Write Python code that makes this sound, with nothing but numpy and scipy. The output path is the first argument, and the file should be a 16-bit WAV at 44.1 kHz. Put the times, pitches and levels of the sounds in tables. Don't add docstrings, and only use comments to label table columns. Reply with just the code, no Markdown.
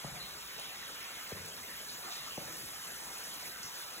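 import sys
import numpy as np
from scipy import signal
from scipy.fft import rfft, irfft
from scipy.io import wavfile

SR = 44100
rng = np.random.default_rng(int(sys.argv[2]) if len(sys.argv) > 2 else 0)


def persist_wave(psi):
    counts = np.round(np.clip(psi, -1, 1) * 32767).astype(np.int16)
    wavfile.write(sys.argv[1], SR, np.atleast_2d(counts).T)


N = 176400


def wash(level_db=-48, split_hz=3200):
    # frequency_hz, level_db
    spectrum = [(20, -25), (32, -7), (48, -2), (90, -7), (160, -3), (280, -4.5), (500, -1.5), (900, -1.5),
                (1500, 1), (2300, -0.5), (3800, 1), (5500, -4.5), (16000, -39)]
    water = churn(patch_db=2.5, swell_db=0.3, patch_s=0.012, patch_hz=97, swell_s=0.025, swell_hz=3000)
    water = unit(ports(*water, spectrum))
    low = signal.sosfiltfilt(signal.butter(2, split_hz, fs=SR, output="sos"), water)
    return amp(level_db) * (flow("low wash") * low + flow("bright wash") * (water - low))


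def spray(hiss_db=-48, patter_db=-56.5, drops_per_s=1400, spread_db=1.5, split_hz=11600):
    # frequency_hz, level_db
    spectrum = [(1000, -35), (3000, -10), (4700, 1.5), (6800, 1), (11000, -1.5), (14600, -2.5),
                (16000, -10.5)]
    hiss = churn(patch_db=2.04, swell_db=0.68, patch_s=0.006, patch_hz=220, swell_s=0.025, swell_hz=1800)
    sizes = amp(spread_db * np.minimum(rng.exponential(1, (2, N)), 5))
    drops = sizes * rng.choice([-1, 1], (2, N)) * (rng.random((2, N)) < drops_per_s / SR)
    water = amp(hiss_db) * unit(ports(*hiss, spectrum)) + amp(patter_db) * unit(ports(*drops, spectrum))
    low = signal.sosfiltfilt(signal.butter(4, split_hz, fs=SR, output="sos"), water)
    return flow("spray") * low + flow("spray treble") * (water - low)


def churn(patch_db, swell_db, patch_s, patch_hz, swell_s, swell_hz):
    hop, size = 128, 512
    frames, bins = N // hop + 5, size // 2 + 1

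    def blur(field, width_s, width_hz):
        over_time = signal.windows.gaussian(201, width_s * SR / hop)[:, None]
        over_hz = signal.windows.gaussian(201, width_hz * size / SR)[None]
        return unit(signal.fftconvolve(signal.fftconvolve(field, over_time, "same"), over_hz, "same"))

    re_a, im_a, re_b, im_b, patches, swell = rng.standard_normal((6, frames, bins))
    gain = amp(patch_db * blur(patches, patch_s, patch_hz) + swell_db * blur(swell, swell_s, swell_hz))
    spectra = np.array([re_a + 1j * im_a, re_b + 1j * im_b]) * gain
    return signal.istft(spectra.transpose(0, 2, 1), nperseg=size, noverlap=size - hop)[1][:, :N]


def flow(layer):
    # time_s, low_wash_db, bright_wash_db, spray_db, spray_treble_db
    levels = [(0, 2.5, -4.5, -1, -3.5), (.45, -1.2, 0, -3.5, 0), (.75, 0.8, 2, -3, -2),
              (1.099, 1, 0, -3, 0.5), (1.45, 0.5, -1.5, -1.7, -1), (1.85, 1, -8, 0.4, 1),
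              (2.15, 0.5, 2, -1, 2), (2.6, 0.5, -5, 0.5, 1.5), (2.95, 1.4, -7.5, 0.9, 1),
              (3.4, 1, -1.5, 1.5, .7), (3.55, 0.5, -7, -0.5, 0), (3.8, 1, 0.5, 0, 2.5),
              (4, 0.5, -3, -1, -1.5)]
    time_s, *columns = np.transpose(levels)
    level_db = columns[["low wash", "bright wash", "spray", "spray treble"].index(layer)]
    return amp(np.interp(np.arange(N) / SR, time_s, level_db))


def thuds():
    # start_s, level_db, first_hz, last_hz, rise_s, fall_s, decay_s,
    # push_db, hollow_db, hollow_hz
    blows = [(0.0443, -31.5, 691, 136, 0.0017, 0.00386, 0.01, -35, -47, 187),
             (1.3194, -33.5, 493, 89, 0.0015, 0.0074, 0.012, -46, -44.5, 174),
             (2.3761, -21.5, 782, 158, 0.0054, 0.00434, 0.0042, -43.5, -41, 313)]
    knocks, weight = np.zeros((2, N))
    for start_s, *blow, push_db, hollow_db, hollow_hz in blows:
        add(knocks, start_s, thud(*blow))
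        add(weight, start_s, push(push_db, hollow_db, hollow_hz))
    return knocks, weight


def thud(level_db, first_hz, last_hz, rise_s, fall_s, decay_s, steepness=6.4, knock_s=0.0053):
    t = np.arange(SR // 5) / SR
    hz = last_hz + (first_hz - last_hz) / (1 + (t / fall_s) ** steepness)
    ring = np.sin(2 * np.pi * np.cumsum(hz) / SR) * np.exp(-t / decay_s)
    knock = amp(-9.5) * band(len(t), hz=530, octaves=0.44) * np.exp(-t / knock_s)
    return amp(level_db) * np.minimum(t / rise_s, 1) * (ring + knock)


def push(push_db, hollow_db, hollow_hz, push_s=0.0018, hollow_s=0.006):
    t = np.arange(SR // 5) / SR
    swing_age, ring_age = t / push_s, t / hollow_s
    swing = swing_age * (2 - swing_age) * np.exp(-swing_age)
    ring = ring_age * np.exp(-ring_age) * np.sin(2 * np.pi * hollow_hz * t)
    return 2 * (amp(push_db) * swing + amp(hollow_db) * ring)


def splashes(rise_s=0.011):
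    # start_s, level_db, centre_hz, width_octaves, decay_s
    spatters = [(.195, -45, 4080, 0.098, 0.062), (.575, -47.5, 3350, 0.67, 0.092),
                (.58, -50.5, 760, 0.42, 0.044), (1.0, -48.5, 2370, 0.33, 0.14),
                (1.235, -52, 14500, .12, .025), (1.69, -49, 1800, 0.13, 0.032),
                (1.882, -46, 4160, 0.28, 0.037), (1.916, -47.5, 6740, 0.15, 0.026),
                (2.03, -50, 1190, 0.15, 0.13), (2.06, -51.5, 750, 0.14, 0.09),
                (2.105, -43, 4020, 0.63, 0.082), (2.3, -47.5, 2900, .12, 0.068),
                (2.562, -51, 11500, 0.22, 0.084), (2.835, -54, 11000, .15, .025),
                (2.869, -49, 1560, 0.16, 0.05), (2.99, -55, 970, 0.46, 0.46),
                (3.331, -45, 8900, 0.78, 0.023), (3.45, -46.5, 11500, 0.33, 0.045),
                (3.622, -45, 5730, 0.26, 0.066), (3.66, -55.5, 970, 0.34, 0.36)]
    t, paths = np.arange(SR // 2) / SR, np.zeros((2, N))
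    for start_s, level_db, hz, octaves, decay_s in spatters:
        envelope = np.minimum(t / rise_s, 1) * np.exp(-np.maximum(t - rise_s, 0) / decay_s)
        for path in paths:
            add(path, start_s, amp(level_db) * envelope * band(len(t), hz, octaves))
    return ports(*paths)


def drip(peak_db, hz, decay_s=0.0005):
    t = np.arange(SR // 20) / SR
    tick = band(len(t), hz, octaves=0.62) * np.exp(-t / decay_s)
    return amp(peak_db) * tick / abs(tick).max()


def near_drips():
    # start_s, peak_db, centre_hz
    drops = [(.34, -33, 8150), (.445, -47, 9000), (0.598, -29, 8500), (.706, -37, 8200), (1.007, -36, 8060),
             (1.212, -34, 7250), (1.249, -36, 12600), (1.461, -28, 11000), (1.767, -32, 11400),
             (1.886, -32, 7000), (2.1062, -30, 7240), (2.5255, -31, 10400), (2.5835, -32, 12300),
             (3.183, -31, 7760), (3.3036, -37, 6600), (3.4535, -32, 9500), (3.632, -31, 6440)]
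    ticks = np.zeros(N)
    for start_s, peak_db, hz in drops:
        add(ticks, start_s, drip(peak_db, hz))
    return ticks


def stray_drips(count=48, loudest_db=-36, spread_db=8, low_hz=5530, high_hz=15000):
    ticks = np.zeros(N)
    for when, pitch, faintness in rng.random((count, 3)):
        hz = low_hz * (high_hz / low_hz) ** pitch
        add(ticks, when * N / SR, drip(loudest_db - spread_db * faintness, hz))
    return ticks


def trickle(count=520, level_db=-57.5, spread_db=13.5, low_hz=679, high_hz=3326):
    decay_cycles, glide, direct_db = 37.3, 0.018, 2
    t, bubbles = np.arange(SR // 10) / SR, np.zeros(N)
    for when, pitch, strength in rng.random((count, 3)):
        hz = low_hz * (high_hz / low_hz) ** pitch
        age = t * hz / decay_cycles
        ring = np.sin(2 * np.pi * hz * t * (1 + glide * age / 2)) * np.exp(-age)
        add(bubbles, when * N / SR, hz * amp(spread_db * strength ** 2) * ring)
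    return amp(level_db) * unit(amp(direct_db) * ports(bubbles, np.zeros(N)) + cave(bubbles))


def tap(level_db=-49, decay_s=0.0047):
    t = np.arange(SR // 10) / SR
    return amp(level_db) * band(len(t), hz=618, octaves=0.4) * np.exp(-t / decay_s)


def cave(sound, build_s=0.036):
    # frequency_hz, t60_s
    ring_times = [(70, 1.5), (160, 1.13), (400, 1.22), (1000, 0.48), (8000, 0.16)]
    reflections = rng.choice([-1., 1.], (2, SR)) * (rng.random((2, SR)) < .1)
    hz, t, spectra = signal.stft(reflections, SR, nperseg=512)
    envelope = amp(-60 * t / read(ring_times, hz)[:, None]) * np.minimum(t / build_s, 1)
    tail = signal.istft(spectra * envelope, SR, nperseg=512)[1]
    wet = signal.fftconvolve(sound[None], tail, axes=1)[:, :N]
    return ports(*unit(wet) * np.std(sound))


def ports(direct, diffuse, colour=((20, 0), (20000, 0))):
    # frequency_hz, coherence_ratio
    coherence = [(60, 0.91), (200, 0.8), (400, 0.75), (900, 0.27), (1400, 0.53), (2600, 0.31), (3700, 1),
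                 (4700, 1), (15000, 1)]
    # frequency_hz, lead_rad
    left_lead = [(0, 0), (200, -.1), (750, -1), (1400, 0), (2800, 2), (3800, 1.6), (4800, 3.14),
                 (15300, 18.85)]
    # frequency_hz, level_db
    balance = [(40, -0.5), (150, 4), (350, 2), (700, 0), (16000, -0.5)]
    hz = np.fft.rfftfreq(N, 1 / SR)
    likeness = np.clip(read(coherence, hz), 0, .995)
    common = rfft(direct) * np.sqrt((1 + likeness) / 2)
    apart = rfft(diffuse) * np.sqrt((1 - likeness) / 2)
    lag = np.exp(-1j * np.interp(hz, *np.transpose(left_lead)))
    tilt = amp(read(balance, hz) / 2)
    left, right = (common + apart) * tilt, (common - apart) * lag / tilt
    return irfft(np.array([left, right]) * amp(read(colour, hz)), N)


def band(size, hz, octaves):
    bin_hz = np.fft.rfftfreq(size, 1 / SR) + 1
    bell = np.exp(-.5 * (np.log2(bin_hz / hz) / octaves) ** 2)
    return unit(irfft(rfft(rng.standard_normal(size)) * bell, size))


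def amp(db):
    return 10 ** (np.asarray(db) / 20)


def unit(x):
    return x / np.sqrt(np.mean(x ** 2) + 1e-20)


def read(points, hz):
    point_hz, value = np.transpose(points)
    return np.interp(np.log(hz + 1), np.log(point_hz + 1), value)


def add(mix, start_s, sound):
    part = mix[max(round(start_s * SR), 0):][:len(sound)]
    part += sound[:len(part)]


def scene(weight_direct_db=-6, boom_db=-3.5, drip_echo_db=-1):
    ticks = stray_drips()
    knocks, weight = thuds()
    add(knocks, start_s=0.51, sound=tap())
    ticks += near_drips()
    near = ports(knocks + amp(weight_direct_db) * weight + ticks, np.zeros(N)) + splashes()
    echo = amp(boom_db) * cave(knocks + weight) + amp(drip_echo_db) * cave(ticks)
    return wash() + trickle() + spray() + near + echo


def record(dry, low_cut_hz=45, edge_hz=15850):
    thinned = signal.sosfilt(signal.butter(4, low_cut_hz, "high", fs=SR, output="sos"), dry)
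    band_limit = signal.firwin(511, edge_hz, window=("kaiser", 9), fs=SR)
    return signal.oaconvolve(thinned, band_limit[None], "same")


dry = scene()
out = record(dry)
persist_wave(out)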